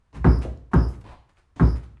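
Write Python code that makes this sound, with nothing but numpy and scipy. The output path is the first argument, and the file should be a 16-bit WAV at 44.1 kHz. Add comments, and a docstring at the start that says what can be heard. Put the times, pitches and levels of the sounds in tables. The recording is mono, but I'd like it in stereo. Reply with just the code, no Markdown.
"""Soft footfalls and scuffs come first, then a basketball is dribbled hard three times on carpet.
Each bounce slaps, pings the air in the ball and sets the small room booming; a thin high ring swells
after it. Between bounces, shoes thud and scuff and hands brush and tap the ball.
A faint low hush lies under it all."""
import sys
import numpy as np
from scipy import signal
from scipy.fft import irfft
from scipy.io import wavfile
from scipy.ndimage import uniform_filter1d

SR = 44100
rng = np.random.default_rng(int(sys.argv[2]) if len(sys.argv) > 2 else 0)


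def generate_wav(signal):
    """Clip the signal to [-1, 1] and save it as 16-bit WAV at the path in sys.argv[1]."""
    frames = np.transpose(np.atleast_2d(signal))
    scaled = np.clip(frames, -1, 1) * 32767
    pcm = np.round(scaled).astype(np.int16)
    wavfile.write(sys.argv[1], SR, pcm)


N = 88200
T = np.arange(int(.6 * SR)) / SR  # seconds since the start of one sound
CUT_HZ = 11700


def amp(db):
    """Turns decibels into a gain."""
    return 10 ** (np.asarray(db) / 20)


def unit(x):
    """Scales a sound to an average strength (rms) of 1."""
    return x / np.sqrt(np.mean(x ** 2) + 1e-20)


def read(points, hz):
    """Looks up a frequency in a table, sliding between rows on an octave scale."""
    freqs, values = np.transpose(points)
    return np.interp(np.log(hz + 1), np.log(freqs + 1), values)


def pan(db):
    """Two gains that make the left side db louder than the right."""
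    return amp(np.array([[db], [-db]]) / 2)


def add(mix, start, sound):
    """Mixes a sound in at a start time in seconds."""
    part = mix[:, round(start * SR):][:, :sound.shape[-1]]
    part += sound[..., :part.shape[1]]


def rise(seconds):
    """A smooth climb from 0 to 1."""
    return 1 - np.exp(-(T / seconds) ** 2)


def dulled(hz, above_hz):
    """A softer contact loses treble: up to 9 dB, over half an octave."""
    return -9 * np.clip(np.log2((hz + 1) / above_hz) * 2, 0, 1)


def noise(colour, size=len(T)):
    """Stereo noise, alike on both sides in the bass; colour is a function from Hz to dB."""
    # Each row: frequency in Hz, how alike left and right are (1 is the same).
    likeness = [(100, 0.86), (300, 1), (550, 0.33), (1100, 0.19), (2200, .3), (4500, -0.035),
                (10000, -0.15)]
    hz = np.fft.rfftfreq(size, 1 / SR)
    mid, side = np.exp(2j * np.pi * rng.random((2, len(hz))))
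    alike = np.clip(read(likeness, hz), -1, 1)
    mid, side = mid * np.sqrt(1 + alike), side * np.sqrt(1 - alike)
    return unit(irfft(np.array([mid + side, mid - side]) * amp(colour(hz)), size))


def room_hush():
    """The steady, faint, mostly low noise of the room."""
    # Each row: frequency in Hz, relative level in dB.
    colour = [(25, -5), (62, 4), (110, -7.5), (180, -18.5), (400, -21.5), (650, -25.5), (1100, -20),
              (2200, -31), (4500, -37.5), (10000, -42), (12000, -62)]
    return amp(-63) * noise(lambda hz: read(colour, hz), size=N)


def room_fade(x):
    """Lets a sound die away in the room, each band at its own speed, over a faint slow tail."""
    # Each row: frequency in Hz, seconds to fade by 60 dB.
    fade_times = [(80, 0.9), (250, 0.39), (500, 0.47), (1000, 0.44), (2500, 0.42), (5000, 0.5),
                  (10000, 0.35)]
    hz, t, bands = signal.stft(x, SR, nperseg=512)
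    main_tail = amp(-60 * t / read(fade_times, hz)[:, None])
    slow_tail = amp(-27 - 60 * t)
    return signal.istft(bands * np.hypot(main_tail, slow_tail), SR, nperseg=512)[1][:, :len(T)]


def in_room(x, echo_db):
    """Adds the room's echo to a small sound."""
    tail = room_fade(noise(np.zeros_like)) * rise(0.0051)
    echo = signal.fftconvolve(x[:1], tail / np.linalg.norm(tail[0]), axes=1)
    return x + amp(echo_db) * echo[:, :len(T)]


def rub(colour, length, db, rise_s, dull_hz=CUT_HZ, *, release_s, grain_db):
    """Two surfaces rubbing: grainy noise that rises, holds and dies away."""
    grain = amp(grain_db * unit(uniform_filter1d(rng.standard_normal(len(T)), size=90)))
    stroke = rise(rise_s) * np.exp(-np.maximum(T - length, 0) / release_s)
    hiss = noise(lambda hz: read(colour, hz) + dulled(hz, dull_hz))
    return amp(db) * in_room(unit(hiss * grain) * stroke, echo_db=-3.5)


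def tap(db, centre_hz, decay_s, octaves, echo_db):
    """A brief blow: a burst of noise around one frequency."""
    burst = noise(lambda hz: -20 * np.log10(1 + (np.log2((hz + 1) / centre_hz) / octaves) ** 4))
    return amp(db) * in_room(burst * rise(.5 / centre_hz) * np.exp(-T / decay_s), echo_db)


def boom(soft_hz):
    """A blow on the floor builds up the room's own notes; a soft blow reaches only the low ones."""
    # Each row: pitch in Hz, level in dB, seconds to fade by 60 dB, build-up in seconds.
    room_notes = [(59.5, 0.5, .38, .06), (69.1, -10, .43, .06), (79.9, -12, .35, .06),
                  (113.3, -9.5, .32, .019), (154.5, -7, .26, .016), (171, -16, .28, .02),
                  (236, -20, .28, .006), (262, -17, .26, .006), (368, -23, .3, .006)]
    sound = np.zeros(len(T))
    for k, (hz, db, fade_s, build_s) in enumerate(room_notes):
        note = amp(db - 60 * T / fade_s) * rise(build_s) * np.sin(2 * np.pi * hz * T)
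        sound += (-1) ** k * note / np.hypot(1, (hz / soft_hz) ** 2)
    return sound


def thump():
    """The dull part of a blow on the floor, fading in the room."""
    # Each row: frequency in Hz, relative level in dB.
    colour = [(40, -24.5), (110, -0.5), (170, -7), (250, -0.5), (360, -3.5), (460, -9.5), (700, -37),
              (2000, -64.5)]
    return room_fade(noise(lambda hz: read(colour, hz))) * rise(0.0041) * pan(1.7)


def add_hands(mix):
    """Hands and clothes brush, with small taps and clicks; the loud click at 0.74 s is a shoe sole squeaking."""
    # Each row: frequency in Hz, relative level in dB.
    brush_colour = [(150, -7.5), (400, 1), (1200, 2.5), (2200, -3.5), (3200, -8.5), (5000, -13),
                    (7500, -15), (10000, -18), (12000, -34.5)]
    # Each row: start and length in seconds, level in dB, rise in seconds.
    brushes = [(0.137, 0.035, -51.5, 0.0084), (0.411, .012, -44, .003), (0.421, 0.012, -41.5, 0.0017),
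               (0.88, 0.075, -58.5, .006), (1.286, 0.01, -62, 0.0016), (1.351, 0.043, -62.5, 0.013),
               (1.747, 0.024, -48, 0.0089), (1.822, 0.018, -55, 0.0087)]
    # Each row: start in seconds, level in dB, centre in Hz, decay in seconds.
    taps = [(0.386, -57, 7960, 0.012), (0.574, -57.5, 4970, 0.0018), (0.7405, -24, 1346, 0.0008),
            (0.7388, -42.5, 7110, 0.004), (0.884, -58, 7600, 0.053), (1.009, -62, 8100, 0.0064),
            (1.371, -51, 1910, 0.0017), (1.759, -52, 1915, 0.0012), (1.971, -52.5, 1420, 0.0023),
            (1.98, -50, 1500, 0.00089)]
    for start, *brush in brushes:
        add(mix, start, rub(brush_colour, *brush, release_s=0.016, grain_db=3.5))
    for start, *touch in taps:
        add(mix, start, tap(*touch, octaves=.75, echo_db=-11))


def add_shoes(mix):
    """Feet thud on the floor and soles slide on the carpet; one landing gives a hollow knock."""
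    # Each row: start in seconds, boom level in dB, thump level in dB.
    steps = [(0.132, -21, -50), (0.152, -31.5, -41), (0.171, -12, -61), (0.449, -17, -35),
             (0.509, -24, -41), (0.6, -31.5, -59), (0.71, -31.5, -52), (1.046, -28.5, -45.5),
             (1.18, -47, -64), (1.559, -35, -47.5), (1.882, -31.5, -80)]
    # Each row: frequency in Hz, relative level in dB.
    scuff_colour = [(50, 2.5), (160, -10.5), (370, -8), (620, -4.5), (880, -2.5), (1020, 1), (1200, -11.5),
                    (1800, -13.5), (3600, -19.5), (6000, -22.5), (10000, -25.5), (12000, -44)]
    # Each row: start and length in seconds, level in dB, rise in seconds, Hz above which it dulls.
    scuffs = [(0.126, .016, -52, 0.0024, 6000), (0.143, 0.019, -43, 0.0028, 2500),
              (0.708, 0.012, -41, 0.016, 2490), (1.009, 0.0049, -51.5, 0.0026, 8860),
              (1.04, 0.093, -47.5, 0.0012, 4200), (1.558, 0.12, -48.5, .002, 7050)]
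    # Start in seconds, level in dB, centre in Hz.
    knock = (0.45, -32, 552)
    for start, boom_db, thump_db in steps:
        thud = amp(thump_db) * thump() * np.exp(-T / 0.14)
        add(mix, start, amp(boom_db) * boom(soft_hz=78.4) + thud)
    for start, *scuff in scuffs:
        add(mix, start, rub(scuff_colour, *scuff, release_s=.012, grain_db=1.74))
    add(mix, knock[0], tap(*knock[1:], decay_s=0.025, octaves=0.43, echo_db=-7.5))


def high_ring():
    """Thin high tones and sizzle that swell and die after a bounce."""
    # Each row: pitch in Hz, relative level in dB.
    high_tones = [(4785, -13.5), (4862, -10.5), (4912, -2.5), (4968, -11), (5036, 5), (5217, -3),
                  (5286, -2), (5345, -7), (5470, -1.5)]
    # Each row: frequency in Hz, relative level in dB.
    sizzle_colour = [(3000, -38), (4300, -21.5), (4750, -5.5), (5050, -1), (5500, -8.5), (6300, -25.5),
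                     (8500, -29), (9800, -16), (11000, -35.5)]
    peak_s, width_s = 0.091, 0.049
    tones = sum(amp(db) * np.sin(2 * np.pi * (hz * T + rng.random((2, 1)))) for hz, db in high_tones)
    sizzle = noise(lambda hz: read(sizzle_colour, hz))
    swell = np.exp(-((T - peak_s) / width_s) ** 2 / 2) * rise(width_s / 2)
    return (amp(-4) * unit(tones) + amp(-4.5) * sizzle) * swell * pan(-3.5)


def push(length_s, hz):
    """A couple of swings of air pressure as the ball squashes and springs back."""
    squash = np.sin(np.pi * np.minimum(T / length_s, 1))
    return -squash * np.sin(2 * np.pi * hz * T)


def slap(dull_hz):
    """The ball's shell cracks and the air inside pings, followed by a spray of echoes."""
    # Each row: pitch of the shell or air in Hz, level in dB, seconds to fade by 60 dB.
    ball_notes = [(703, 5, 0.005), (1120, 14, 0.012), (1463, 11, 0.012), (2000, 5, .01), (684, -14.5, 0.39),
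                  (921, -8, 0.24), (1080, -7.5, .25), (1154, -15.5, 0.22), (1263.6, -13.5, 0.41),
                  (1392, -8.5, 0.16), (1583, -10, 0.15), (1686, -18.5, .27), (1956, -16.5, 0.1),
                  (2320, -19, 0.21)]
    # Each row: frequency in Hz, relative level in dB.
    echo_colour = [(200, -31), (450, 2), (700, -0.5), (1000, 0.5), (1450, -4), (2200, -15), (3200, -19),
                   (4500, -34.5), (7000, -34.5), (10000, -37.5), (12000, -51.5)]
    ping = sum(amp(db + dulled(hz, dull_hz) - 60 * T / fade_s) * np.sin(2 * np.pi * hz * T)
               for hz, db, fade_s in ball_notes)
    echoes = room_fade(noise(lambda hz: read(echo_colour, hz) + dulled(hz, dull_hz)))
    echoes *= amp(-2.5 + 3.5 * np.exp(-T / 0.042))  # the earliest echoes are stronger
    crack = tap(db=-5.5, centre_hz=2800, decay_s=0.001, octaves=1.0, echo_db=-2)
    return (ping + echoes + crack) * rise(0.0012)


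def add_dribble(mix):
    """The ball hits the carpet three times, each with a thump, slap, ring, boom and push of air."""
    # Each row: start in seconds, boom level in dB and delay in seconds, push level in dB and delay
    # in seconds, thump and slap levels in dB, Hz above which the slap dulls, ring level in dB,
    # the slap's lean to the left in dB.
    bounces = [(0.2438, 1, .002, -12, 0.0035, -17.5, -23, 2100, -46, 2),
               (0.7331, -1.5, 0.00077, -11, 0.0024, -19, -23.5, 1600, -48, 1),
               (1.5963, -0.5, 0.003395, -13, 0.01016, -21, -26, 1900, -48, 2)]
    for (start, boom_db, boom_delay, push_db, push_delay,
         thump_db, slap_db, dull_hz, ring_db, left_db) in bounces:
        add(mix, start, amp(thump_db) * thump())
        add(mix, start, amp(slap_db) * slap(dull_hz) * pan(left_db))
        add(mix, start, amp(ring_db) * high_ring())
        add(mix, start + boom_delay, amp(boom_db) * boom(soft_hz=900) * pan(.6))
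        add(mix, start + push_delay, amp(push_db) * push(length_s=0.014, hz=183) * pan(.6))


def scene():
    """Ball and player over the quiet of the room."""
    mix = room_hush()
    add_dribble(mix)
    add_shoes(mix)
    add_hands(mix)
    return mix


def record(dry):
    """Cuts away the treble above CUT_HZ."""
    low_pass = signal.firwin(255, CUT_HZ, window=("kaiser", 9), fs=SR)
    return signal.oaconvolve(dry, low_pass[None], "same")


dry = scene()
out = record(dry)
generate_wav(out)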